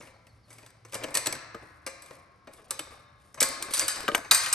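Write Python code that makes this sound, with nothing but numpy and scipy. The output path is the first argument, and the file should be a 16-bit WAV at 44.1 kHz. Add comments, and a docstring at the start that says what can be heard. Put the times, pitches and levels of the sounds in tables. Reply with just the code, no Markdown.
"""A steel-pipe farm gate outdoors, close to a two-port microphone: a hand works a snap hook and chain loose.
Links rub and clink from the start, each contact rings the gate frame, and a small bird calls far off in quiet air.
The hook's catch snaps, the freed chain knocks on the wooden post, and the hook clangs against the pipe.
Steel and wood are short noise bursts and decaying sines that excite random modes; sliding is a stream of tiny
ticks and pings, the bird a falling sine, and the air coloured noise."""
import sys
import numpy as np
from scipy import signal
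from scipy.fft import rfft, irfft, next_fast_len
from scipy.io import wavfile
from scipy.ndimage import uniform_filter1d

SR = 44100
rng = np.random.default_rng(int(sys.argv[2]) if len(sys.argv) > 2 else 0)


def store_wav(level_fs):
    """Save 16-bit WAV to argv[1]."""
    pcm = np.round(np.clip(np.atleast_2d(level_fs), -1, 1) * 32767)
    wavfile.write(sys.argv[1], SR, pcm.T.astype(np.int16))


N = 200194

# steel on steel: (time [s], strength [dB], hardness [dB gained per register upwards],
# drive into the gate frame [dB], note of the thud [Hz], note of the clank [Hz])
STEEL_CONTACTS = [(0.006, -64, -2, 7.5, 310, 5590), (0.024, -62.5, -4, 5, 300, 2630),
                  (0.052, -67, -4, 3.5, 563, 1030), (0.071, -60.5, -3.5, 2, 460, 2640),
                  (0.083, -85, -3, 2, 240, 2700), (0.268, -62.5, -1, -5, 580, 2660),
                  (0.503, -63, 1, 7.5, 580, 1480), (0.528, -64, 5, 2.5, 560, 1250),
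                  (0.583, -58.5, 0, 0.5, 580, 2180), (0.629, -60, -4.5, -5, 610, 2520),
                  (0.662, -58.5, 1, -0.5, 630, 3590), (0.703, -67.5, 2.5, -12, 270, 980),
                  (0.849, -56.5, -2, -1.5, 550, 6060), (0.895, -69, 2, -5, 500, 3000),
                  (0.922, -53.5, 1, 3, 560, 2540), (0.932, -47.5, -3.5, 4.5, 560, 2380),
                  (0.943, -43, 4.5, -1.5, 290, 1080), (0.951, -41, -1.5, -7.5, 520, 1080),
                  (1.013, -57, -10, -4, 298, 1990), (1.026, -53.5, -8, 3.5, 620, 3490),
                  (1.035, -44, -0.5, -7, 560, 3200), (1.04, -38.5, -2, -9.5, 565, 2970),
                  (1.083, -52.5, -5.5, -2, 520, 970), (1.106, -63, 7.5, 0.5, 270, 960),
                  (1.142, -43.5, 3.5, 6.5, 330, 1810), (1.151, -31.5, 3.5, -1.5, 580, 1845),
                  (1.171, -33, 5, -4.5, 544, 1650), (1.259, -38, 1, 3, 580, 4000),
                  (1.269, -33, 3.5, -18, 363, 4040), (1.325, -38.5, 3.5, -9.5, 565, 2300),
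                  (1.352, -46.5, -1.5, -3, 460, 1520), (1.546, -55.5, -3.5, -2, 447, 1250),
                  (1.622, -65, -10, -7, 430, 1100), (1.705, -75, -5, -3, 250, 1460),
                  (1.864, -40, 0, -1.5, 529, 4950), (1.873, -44.5, 0, -3.5, 515, 2125),
                  (2.021, -60, 6, -1, 554, 1580), (2.06, -70, 9, -3.5, 450, 4000),
                  (2.107, -55.5, -6, -1.5, 460, 1010), (2.472, -56, -7.5, -2.5, 540, 1220),
                  (2.534, -64, 6.5, -1, 292, 2110), (2.707, -40.5, 2.5, 0, 580, 1320),
                  (2.792, -39, 2, -7, 294, 3190), (3.343, -53, 1, -3, 560, 6030),
                  (3.374, -67.5, -9, 18.5, 570, 1150), (3.405, -33.5, 5.5, 3.5, 554, 2220),
                  (3.415, -31, -1, -5.5, 564, 2240), (3.427, -31.5, 5, 1.5, 342, 1560),
                  (3.488, -54, 11, -12, 560, 2280), (3.624, -41.5, 6.5, -2.5, 560, 1560),
                  (3.708, -49, 3, -6.5, 500, 4770), (3.724, -52, 5, -5, 500, 4070),
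                  (3.736, -39.5, 6.5, 6.5, 527, 2070), (3.745, -43.5, 7, 3, 550, 2000),
                  (3.769, -40, 3, -8, 500, 5270), (3.777, -39.5, 4.5, -0.5, 560, 5590),
                  (3.794, -36, 5.5, 4, 560, 5900), (3.815, -39, -4.5, -4.5, 320, 2080),
                  (3.823, -47.5, -13, -1, 310, 2200), (3.88, -39, 5, 8.5, 620, 1080),
                  (3.958, -48, 0.5, 7.5, 320, 4680), (4.005, -50, 5.5, -8, 270, 1670),
                  (4.031, -53, 4, -9, 270, 4650), (4.082, -45.5, 6, -13, 565, 1250),
                  (4.151, -39, 8, -11, 530, 3130), (4.178, -59, 12, -16, 580, 1940),
                  (4.246, -52, -4.5, 3.5, 560, 2600), (4.311, -27.5, 4, 7.5, 620, 4020),
                  (4.314, -30, 0.5, -14, 600, 3850), (4.346, -35.5, 6.5, 6, 630, 1520),
                  (4.46, -37, 0, 0.5, 555, 1790), (4.527, -42, 7.5, 12.5, 580, 1670)]
# thud, clank, clink and tick registers: (low edge [Hz], high edge [Hz])
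CONTACT_REGISTERS = [(120, 750), (750, 2700), (2700, 6500), (6500, 13000)]
# how each register dies: (contact t60 [s], chain shiver [dB], frame ring [dB])
REGISTER_DECAYS = [(0.075, -4.5, 2), (0.031, 1, 1.5), (0.019, -6, -1.5), (0.0098, -4, -5.5)]
# colour of a contact within its registers: (frequency [Hz], level [dB])
STEEL_COLOUR = [(120, -4), (190, -12), (290, 2), (400, -5), (570, -0.5), (800, -3.5), (1200, 1.5),
                (3100, -0.5), (4000, 0), (5500, 2), (7000, -2), (8200, 7), (9500, 9.5), (13000, 0.5)]
# hook and links: (frequency [Hz], level [dB], t60 [s])
HOOK_MODES = [(3750, -29.5, 0.18), (4167, -29, .3), (4400, -29.5, 0.35), (5260, -17, 0.45),
              (5160, -27.5, .35), (6320, -6.5, 0.41), (7430, -22, .4), (8100, -19.5, 0.28),
              (8700, -22, 0.3), (7800, -18, 0.22), (8300, -16, 0.18), (8500, -31, .2), (8530, -27, 0.16),
              (9400, -22.5, 0.26)]
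# the hook's bow while it is latched: (frequency [Hz], level [dB], t60 [s])
HELD_BOW_MODES = [(4000, -22.5, 0.87), (7940, -11.5, 0.13), (7840, -12, 0.26), (11100, -12.5, 0.11)]
# the hook's bow once it hangs free: (frequency [Hz], level [dB], t60 [s])
FREE_BOW_MODES = [(3822, -24, .4), (4005, -25, .3), (4237, -24, 0.6), (4689, -16, 0.35), (4737, -22, .25),
                  (4915, -24, .5), (5370, -24, .36), (6266, -24, 0.45), (6907, -22, 0.5), (7079, -22, 0.35),
                  (7820, -22, 0.35), (8457, -20, 0.22), (8720, -21, .25), (11400, -22, .12)]
# strongest modes of the gate pipe: (frequency [Hz], level [dB], t60 [s])
PIPE_MODES = [(541, -13.5, 0.75), (580, -17, 1.5), (650, -15, 0.62), (815, -17, 1.3), (917, -16, 1.9),
              (1003, -7.5, 2.1), (1080, -8, 3.9), (1089, -9, 2), (1240, -17.5, 1.4), (1488, -10.5, 3),
              (1538, -14.5, 1.8), (1660, -15.5, 3.1), (1700, -14, 1.6), (2035, -16, 1.5), (2115, -12, 2.1),
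              (2260, -10.5, 1.7), (2420, -16.5, 1.4), (3060, -16, 0.72), (3680, -16, 2), (4021, -21.5, 1.1)]
# colour of a crowd of weaker modes: (frequency [Hz], level [dB])
CROWD_COLOUR = [(120, 6), (200, -11.5), (300, -5.5), (400, -7), (560, -1), (820, -2), (1100, 1), (1500, -1),
                (1850, -1), (2250, 1.5), (2700, -3), (3300, -7.5), (3800, 2), (4800, -0.5), (5400, -2),
                (8100, 3), (12500, -4)]
# how the frame's weaker modes die: (frequency [Hz], t60 [s])
FRAME_DECAY = [(150, 3.5), (500, 1.17), (1200, 2.43), (2400, 1.17), (4000, 1.02), (8500, 0.49),
               (12000, 0.36)]
# two links snatch tight with a very short, bright crack: (time [s], level [dB], frequency [Hz])
LINK_CRACKS = [(1.1516, -28, 7900), (1.2694, -31, 8000), (2.7073, -29, 8370), (3.403, -30, 5950),
               (3.406, -26, 8600), (3.4265, -21.5, 8300), (3.431, -30, 8100), (3.794, -25, 6800),
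               (3.8808, -32, 11500), (4.346, -25.5, 9000), (4.527, -27.5, 8600)]
# notes of the hook's sprung catch: (frequency [Hz], level [dB], t60 [s])
CATCH_MODES = [(3000, 0.5, 0.067), (3150, 3, 0.041), (3600, 1, 0.092), (3671, -9, 1.4), (3570, -9.5, 0.84),
               (4430, -22, .8)]
# a link lands on the post: (time [s], level [dB], favoured note [Hz], crunch t60 [s], crunch [dB])
POST_KNOCKS = [(0.004, -51, 396, 0.035, -5), (0.031, -57, 300, .03, -13), (1.546, -40.5, 1150, 0.034, -4),
               (1.55, -39.5, 386, 0.051, -8.5), (2.798, -44.5, 380, 0.04, -5),
               (4.08, -25.5, 2080, 0.017, 6), (4.084, -32.5, 1110, 0.033, 3),
               (4.0877, -22, 1260, 0.0081, -5.5), (4.095, -29.5, 560, 0.037, -4),
               (4.117, -39.5, 2670, 0.015, -2), (4.121, -35, 450, 0.021, -5),
               (4.1479, -22.5, 3000, 0.017, -14), (4.149, -19, 2650, 0.019, -3),
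               (4.151, -32.5, 600, 0.017, -1), (4.156, -33, 1390, 0.036, 12), (4.181, -48, 1900, 0.034, 10)]
# the wooden post with its staple: (frequency [Hz], level [dB], t60 [s])
POST_MODES = [(337, -3.5, 0.08), (460, -4, 0.1), (580, -0.5, 0.086), (786, -18, 0.044), (1243, 5.5, 0.053),
              (1564, 2.5, 0.04), (1900, -8, 0.047), (2290, 0, 0.028), (2994, 5.5, 0.016), (3500, -5, 0.017),
              (6300, -0.5, 0.0058), (9000, 12, 0.001)]
# the hook's shank, ahead of its band-pass: (frequency [Hz], level [dB], t60 [s])
SHANK_MODES = [(3780, -3.5, 0.071), (3810, -2.5, 0.02), (4340, -14, 0.041), (4800, -8, 0.087)]
# moves of the hand: (start [s], hold [s], links sliding [dB], gate stirring [dB])
HAND_MOVES = [(0.0, 0.031, -57, -53), (0.15, 0.033, -78, -65), (0.28, 0.094, -74.5, -75.5),
              (0.492, 0.14, -64.5, -62), (0.875, 0.05, -63.5, -68), (0.995, 0.19, -67, -49),
              (1.304, 0.03, -61, -45), (1.61, 0.044, -66.5, -58), (1.667, 0.15, -70.5, -69),
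              (2.039, 0.125, -61, -61.5), (2.525, 0.42, -63.5, -60), (2.808, 0.14, -59.5, -54.5),
              (3.213, 0.08, -68.5, -76.5), (3.4, 0.31, -61, -50), (3.607, 0.11, -60, -47),
              (3.742, 0.063, -37, -46), (3.807, 0.04, -43.5, -46), (3.979, 0.06, -54, -44),
              (4.136, 0.04, -49.5, -41), (4.41, 0.11, -37.5, -51.5)]
# falling whistles of the bird: (time [s], peak level of the direct sound [dB])
BIRD_NOTES = [(0.126, -69), (.274, -67), (0.424, -68.5)]
# colour of the outdoor rush: (frequency [Hz], relative level [dB per Hz])
AIR_COLOUR = [(20, -35.5), (40, -16.5), (60, 1.5), (110, -4), (170, -0.5), (300, -8.5), (600, -10.5),
              (1200, -17), (2200, -23.5), (3200, -24.5), (5300, -20.5), (7000, -35), (11000, -37),
              (14000, -61)]
# the two microphone ports: (frequency [Hz], left minus right [dB])
PORT_LEVELS = [(100, 3), (330, -1.5), (650, 5.5), (1200, 3), (4400, 2.5), (8000, 1.4), (13000, -1)]
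# the two microphone ports: (frequency [Hz], lead of the left [radians])
PORT_LEADS = [(300, 0.22), (900, 1), (1200, 0.8), (1700, -1.0), (2000, 0.4), (2500, 0.81), (3300, 1.28),
              (4000, 0.6), (4700, 0.6), (6500, 0.83), (7500, 1.02), (8400, 0.07), (9000, -1.57),
              (10200, -2.5), (11500, -5.4), (13000, -8.5)]

TIME = np.arange(N) / SR
RING = 2 * SR   # samples in the longest ring
AGE = np.arange(RING) / SR   # seconds since a blow

# a taut chain tugs the gate with a thud; once the hook is free the chain hangs slack and thuds less
HOOK_FREE_S = 3.42
TAUT_THUD_DB, SLACK_THUD_DB = -2, -13
THUD_LOSS = 0.29   # dB of thud lost per dB that goes into the frame's ring
LINK_LOW_HZ, LINK_HIGH_HZ = 3970, 12750   # range of the links' own notes
SNAP_S, SNAP_DB = 2.7925, -38.5   # the hook's catch snaps shut
CLANG_S, CLANG_DB = 4.3108, -15.5   # the swinging hook meets the pipe squarely
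MOVE_RISE_DB_PER_S, MOVE_FALL_DB_PER_S = 343.5, 143
RESTING_RUB_DB, RESTING_STIR_DB = -80.5, -72.5   # the hand only holds the chain
FIRM_PULL_DB = -50   # links slide at this level and above before they ping clearly
REBOUND_S = 0.0065   # longest wait before a caught part rebounds
AIR_DB = -66.5
CUTOFF_HZ = 16500   # last low-pass of the microphone


def contacts(shiver_t60=0.15, hook_db=-10, pipe_db=-13, chatter=0.23, build_up=0.0026,
             thud_note_db=9, clank_note_db=12):
    """Each contact is a burst of tiny impacts; it shakes the chain briefly and the gate frame for long."""
    direct, shiver, frame, drive = np.zeros((4, N))
    size = SR // 8
    for k, (low, high) in enumerate(CONTACT_REGISTERS):
        t60, shiver_db, frame_db = REGISTER_DECAYS[k]
        passed = np.zeros(N)
        grit = band(noise(STEEL_COLOUR), low, high, order=4)
        unevenness = rms_one(uniform_filter1d(rng.standard_normal(RING), size=4 * SR // high))
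        grit = grit * np.exp(chatter * unevenness)
        # lows take longer to build up
        envelope = fade(t60, size) * (1 - np.exp(-AGE[:size] / (build_up + 2 / high)))
        starts = rng.integers(size, RING - size, len(STEEL_CONTACTS))
        for contact, start in zip(STEEL_CONTACTS, starts):
            s, strength_db, hardness_db, drive_db, thud_hz, clank_hz = contact
            touch = grit[start:start + size] * envelope
            if k == 0:
                struck = favour(touch, thud_hz, thud_note_db, cycles=18)
            else:
                struck = favour(touch, clank_hz, clank_note_db, cycles=13)
            level_db = register_db(k, s, strength_db, hardness_db, drive_db)
            add(direct, s, blow(struck, level_db))   # the struck part sounds its own note
            add(passed, s, blow(touch, level_db + drive_db))   # the frame gets the plain blow
        shiver += from_db(shiver_db) * passed
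        frame += from_db(frame_db) * passed
        drive += passed
    chain = [excite(shiver, crowd(5, [(1000, shiver_t60)], size=SR // 3)) for _ in range(2)]
    centre, around = [excite(frame, crowd(6, FRAME_DECAY)) for _ in range(2)]
    # the long frame sounds wide, except in its lowest and highest notes
    around = band(around, 380, 7000, order=1)
    hook_and_pipe = from_db(hook_db) * modes(HOOK_MODES) + from_db(pipe_db) * modes(PIPE_MODES)
    tones = excite(drive, hook_and_pipe)
    free = TIME > HOOK_FREE_S
    tones += excite(drive * ~free, modes(HELD_BOW_MODES))
    tones += excite(drive * free, modes(FREE_BOW_MODES))
    return direct + tones + spread(*chain, width=0.12) + spread(centre, around, width=0.66)


def register_db(k, s, strength_db, hardness_db, drive_db):
    """Level of a contact in register k: a harder one is brighter; the thud depends on the chain's tension."""
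    tension_db = TAUT_THUD_DB if s < HOOK_FREE_S else SLACK_THUD_DB
    thud_db = tension_db - THUD_LOSS * drive_db if k == 0 else 0
    middle = (len(CONTACT_REGISTERS) - 1) / 2
    return strength_db + hardness_db * (k - middle) + thud_db


def links(ring_db=-14, t60=0.077, scatter_db=3, count=3):
    """Each contact pings a different link, which sings a few short, high notes."""
    out, size = np.zeros(N), SR // 4
    draws = rng.random((len(STEEL_CONTACTS), count, 2))
    for (s, strength_db, hardness_db, *_), notes in zip(STEEL_CONTACTS, draws):
        for place, (pitch, chance) in enumerate(notes):
            hz = LINK_LOW_HZ + (LINK_HIGH_HZ - LINK_LOW_HZ) * (place + pitch) / count
            level_db = strength_db + hardness_db + ring_db + scatter_db * (2 * chance - 1)
            note = np.sin(2 * np.pi * hz * AGE[:size]) * fade(t60, size)
            add(out, s, blow(note, level_db))
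    return out


def cracks(t60=0.021, width=0.15, build_up=0.00039):
    """The struck link's stiff note, a narrow noise burst, is choked at once by its neighbour's grip."""
    out, size = np.zeros(N), SR // 30
    envelope = fade(t60, size) * (1 - np.exp(-AGE[:size] / build_up))
    for s, level_db, hz in LINK_CRACKS:
        low, high = hz * (1 - 2 * width), hz * (1 + 2 * width)
        colour = [(hz / 8, -30), (low, -12), (hz, 0), (high, -14), (2 * hz, -30)]
        add(out, s, blow(noise(colour, size) * envelope, level_db))
    return out


def knocks(ring_db=-15, favour_db=9, reach=2.6, body_db=-11):
    """Steel on wood: each link lands with a crunch around its own note and the post's damped modes."""
    out, size = np.zeros(N), SR // 8
    for s, level_db, favoured_hz, crunch_t60, crunch_db in POST_KNOCKS:
        # modes lose level with each octave away from the favoured note
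        leaning = [(hz, db - favour_db * abs(np.log2(hz / favoured_hz)), t60) for hz, db, t60 in POST_MODES]
        wood = unit_energy(modes(leaning))[:size]
        colour = [(60, -22), (favoured_hz / 4, body_db), (favoured_hz / 2, -1), (0.96 * favoured_hz, 0),
                  (2 * favoured_hz, -13), (9000, -21), (15000, -34)]
        crunch = unit_energy(noise(colour, size) * fade(crunch_t60, size))
        # a duller blow is a softer contact
        soften = signal.butter(1, min(reach * favoured_hz, .45 * SR), fs=SR)
        landing = signal.lfilter(*soften, wood + from_db(crunch_db) * crunch)
        add(out, s, blow(landing, level_db))
    out = band(out, 178, 20000, order=2)   # a narrow post radiates little bass
    fence_decay = [(200, 0.54), (6000, 0.18)]
    fence = [excite(out, crowd(39.0, fence_decay, size=SR // 2)) for _ in range(2)]
    return out + from_db(ring_db) * spread(*fence, width=1.0)


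def snap():
    """The catch springs shut with a short clack and leaves the hook singing faintly."""
    out = np.zeros(N)
    add(out, SNAP_S, blow(modes(CATCH_MODES), SNAP_DB))
    return out


def clang():
    """The hook's shank rings briefly when it hits the pipe."""
    out = np.zeros(N)
    add(out, CLANG_S, blow(band(modes(SHANK_MODES), 3900, 5400, order=2), CLANG_DB))
    return out


def rubbing(hiss_db=-1, ping_db=-5, shuffle_db=-3, clunk_db=-5.0):
    """Sliding links tick, and ping when pulled firmly; the gate shifting in the hand clunks softly and low."""
    tick_colour = [(500, -23.0), (2000, 1), (4000, -0.5), (7000, -3.0), (8300, -2.0), (9500, 8.5),
                   (11500, -0.5), (13500, -34.5)]
    ticks = slips(270, 2.0, tick_colour, t60=0.037)
    pings = catches(per_s=210, size_db=5.5, low_hz=1900, high_hz=9860, cycles=150)
    shuffle_colour = [(60, -3), (200, -11.5), (300, -1.5), (400, -9.5), (580, 2), (800, -7), (1150, 0.5),
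                      (1600, -8.5), (2500, -9.5), (6000, -45.5)]
    shuffle = slips(65, 3.2, shuffle_colour, t60=0.097)
    clunks = catches(per_s=75, size_db=2, low_hz=250, high_hz=998, cycles=24)
    sliding, stirring = handling()
    firmness = np.sqrt(np.minimum(sliding / from_db(FIRM_PULL_DB), 1))
    chain = sliding * (from_db(hiss_db) * ticks + firmness * from_db(ping_db) * pings)
    gate = stirring * (from_db(shuffle_db) * shuffle + from_db(clunk_db) * clunks)
    return chain + gate


def handling():
    """Gains of sliding and stirring: each move of the hand swells quickly, holds and dies away."""
    rub_db, stir_db = RESTING_RUB_DB, RESTING_STIR_DB
    for s, hold, slide_db, shift_db in HAND_MOVES:
        rise_db = np.minimum(MOVE_RISE_DB_PER_S * (TIME - s), 0)
        fall_db = np.maximum(MOVE_FALL_DB_PER_S * (TIME - s - hold), 0)
        rub_db = np.maximum(rub_db, slide_db + rise_db - fall_db)
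        stir_db = np.maximum(stir_db, shift_db + rise_db - fall_db)
    return from_db(rub_db), from_db(stir_db)


def slips(per_s, size_db, colour, t60, build_up=0.00021):
    """Random small catches of uneven size, each with a slightly different ring; rms 1."""
    out, size = np.zeros(N), SR // 16
    grit = noise(colour)
    envelope = fade(t60, size) * (1 - np.exp(-AGE[:size] / build_up))
    for when, which, strength in rng.random((int(per_s * N / SR), 3)):
        start = int(which * (RING - size))
        gain = from_db(size_db * min(-np.log(strength), 3))
        add(out, when * TIME[-1], gain * grit[start:start + size] * envelope)
    return rms_one(out)


def catches(per_s, size_db, low_hz, high_hz, cycles, rebound_share=0.56):
    """Loose parts catch and ring, each at its own pitch, and every catch rebounds once; rms 1."""
    out, size = np.zeros(N), SR // 8
    for when, pitch, strength, rebound in rng.random((int(per_s * N / SR), 4)):
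        hz = low_hz * (high_hz / low_hz) ** pitch
        note = np.sin(2 * np.pi * hz * AGE[:size]) * fade(cycles / hz, size)
        ping = blow(note, size_db * min(-np.log(strength), 3))
        s = when * (TIME[-1] - REBOUND_S)
        add(out, s, ping)
        add(out, s + rebound * REBOUND_S, rebound_share * ping)
    return rms_one(out)


def bird(start_hz=4900, end_hz=4150, length=0.05, bend=1.63, waver_hz=45, echo_db=-4, echo_t60=0.4):
    """Each note is a short, wavering whistle that falls and levels out; the yard scatters it."""
    out, u = np.zeros(N), np.linspace(0, 1, int(length * SR))
    for s, level_db in BIRD_NOTES:
        waver = waver_hz * noise([(150, 4), (600, -37)])[:len(u)]
        hz = end_hz + (start_hz - end_hz) * (1 - u) ** bend + waver
        whistle = np.sin(2 * np.pi * np.cumsum(hz) / SR) * np.sin(np.pi * u)
        add(out, s, from_db(level_db) * whistle)
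    yard = unit_energy(rng.standard_normal(RING) * fade(echo_t60))
    return out + from_db(echo_db) * excite(out, yard)


def air(hum_hz=111, hum_db=-64.5, wind_db=-66, gust_db=3):
    """Soft outdoor rush, faint puffs of wind, and a distant drone that swells, fades and returns."""
    rush = from_db(AIR_DB) * spread(noise(AIR_COLOUR, N), noise(AIR_COLOUR, N), width=0.4)
    gusts = from_db(gust_db * noise([(2, -8.0), (5, -8.5), (20, -72.5), (200, -120)], N))
    rumble = noise([(18, -59.5), (35, -17), (58, 0.5), (110, 0.0), (400, -51.0), (4000, -100)], N)
    wind = from_db(wind_db) * rms_one(gusts * rumble)
    drone = rms_one(band(rng.standard_normal(N), hum_hz - 4, hum_hz + 4, order=2))
    drift_db = np.interp(TIME, [0, 1.0, 2.2, 4.5], [-4.5, 5.5, -14.5, 1.0])
    return rush + wind + from_db(hum_db + drift_db) * drone


def from_db(db):
    """Decibels to gain."""
    return 10 ** (np.asarray(db) / 20)


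def unit_energy(x):
    """Scales to a sum of squares of 1."""
    return x / np.sqrt(np.sum(x ** 2) + 1e-20)


def rms_one(x):
    """Scales to rms 1."""
    return x / np.sqrt(np.mean(x ** 2) + 1e-20)


def at_hz(points, hz):
    """Reads a table on a log-frequency axis."""
    table = np.array(points)
    return np.interp(np.log(np.maximum(hz, 1)), np.log(table[:, 0]), table[:, 1])


def band(x, low_hz, high_hz, order=3):
    """Causal band-pass."""
    edges = [low_hz, min(high_hz, .45 * SR)]
    return signal.sosfilt(signal.butter(order, edges, "band", fs=SR, output="sos"), x)


def favour(x, hz, lift_db, cycles):
    """Lifts one resonance of a sound; it rings on for a few cycles."""
    return x + (from_db(lift_db) - 1) * signal.lfilter(*signal.iirpeak(hz, max(cycles, 2), fs=SR), x)


def fade(t60, size=RING):
    """Exponential decay, 60 dB down after t60, that stops falling at 120 dB down."""
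    return np.exp(-np.log(1000) * np.minimum(AGE[:size] / t60, 2))


def noise(spectrum, size=RING):
    """Noise of a given colour, rms 1."""
    n = next_fast_len(size, real=True)
    gain = from_db(at_hz(spectrum, np.fft.rfftfreq(n, 1 / SR)))
    return rms_one(irfft(rfft(rng.standard_normal(n)) * gain, n)[:size])


def excite(force, response):
    """What a body with this response makes of the force."""
    return signal.fftconvolve(force, response)[:N]


def add(track, s, sound):
    """Mixes a sound in at time s."""
    start = max(round(s * SR), 0)
    track[start:start + len(sound)] += sound[:N - start]


def blow(shape, level_db):
    """Scales a short sound to a level reckoned over a hundredth of a second."""
    return from_db(level_db) * unit_energy(shape) * np.sqrt(SR / 100)


def modes(table):
    """Response of decaying sines, each with the energy that its dB gives."""
    out = np.zeros(RING)
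    for hz, db, t60 in table:
        size = min(int(t60 * SR) + 1, RING)
        note = np.sin(2 * np.pi * hz * AGE[:size]) * fade(t60, size)
        out[:size] += from_db(db) * unit_energy(note)
    return out


def crowd(spacing_hz, t60s, size=RING, sparse_above_hz=7000):
    """Response of many modes at random pitches, sparser in the treble; each band dies at its own rate."""
    hz, out = np.fft.rfftfreq(size, 1 / SR), 0
    chance = hz[1] / (spacing_hz * (1 + (hz / sparse_above_hz) ** 2))
    lines = (rng.random(len(hz)) < chance) * np.exp(2j * np.pi * rng.random(len(hz)))
    edges = [110, 350, 700, 1000, 1400, 1800, 2200, 2700, 3400, 4400, 6000, 8000, 10500, 16000]
    for low, high in zip(edges, edges[1:]):
        t60 = at_hz(t60s, np.sqrt(low * high))
        ringing = irfft(lines * (hz >= low) * (hz < high), size) * fade(t60, size)
        out = out + unit_energy(ringing) * np.sqrt(2 * (high - low) / SR)   # gain about 1 ahead of the colour
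    coloured = irfft(rfft(out) * from_db(at_hz(CROWD_COLOUR, hz)), size)
    return coloured * np.minimum(np.linspace(10, 0, size), 1) ** 2   # the last tenth runs out to silence


def spread(mid, side, width):
    """Stereo pair of unchanged power."""
    return (mid + width * side * np.array([[1], [-1]])) / np.sqrt(1 + width ** 2)


def scene():
    """The latch lies a little to the left; the two ports hear it with different level and phase."""
    n = next_fast_len(N + SR // 10, real=True)
    hz = np.fft.rfftfreq(n, 1 / SR)
    gate = contacts() + links() + cracks() + knocks() + snap() + clang() + rubbing()
    left, right = rfft(gate, n)
    # each port takes half of the difference
    ports = from_db(at_hz(PORT_LEVELS, hz) / 2) * np.exp(.5j * at_hz(PORT_LEADS, hz))
    return irfft(np.array([left * ports, right / ports]), n)[:, :N] + bird() + air()


def record(dry, top_hz=12300, leak_db=-13):
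    """The microphone ports pass little of the highest treble; the top is cut."""
    edge_hz = min(top_hz, .45 * SR)
    passed = signal.sosfilt(signal.butter(10, edge_hz, fs=SR, output="sos"), dry)
    highest = signal.sosfilt(signal.butter(10, edge_hz, "high", fs=SR, output="sos"), dry)
    top_cut = signal.ellip(10, .1, 80, CUTOFF_HZ, fs=SR, output="sos")
    return signal.sosfilt(top_cut, passed - from_db(leak_db) * highest)


dry = scene()
out = record(dry)
store_wav(out)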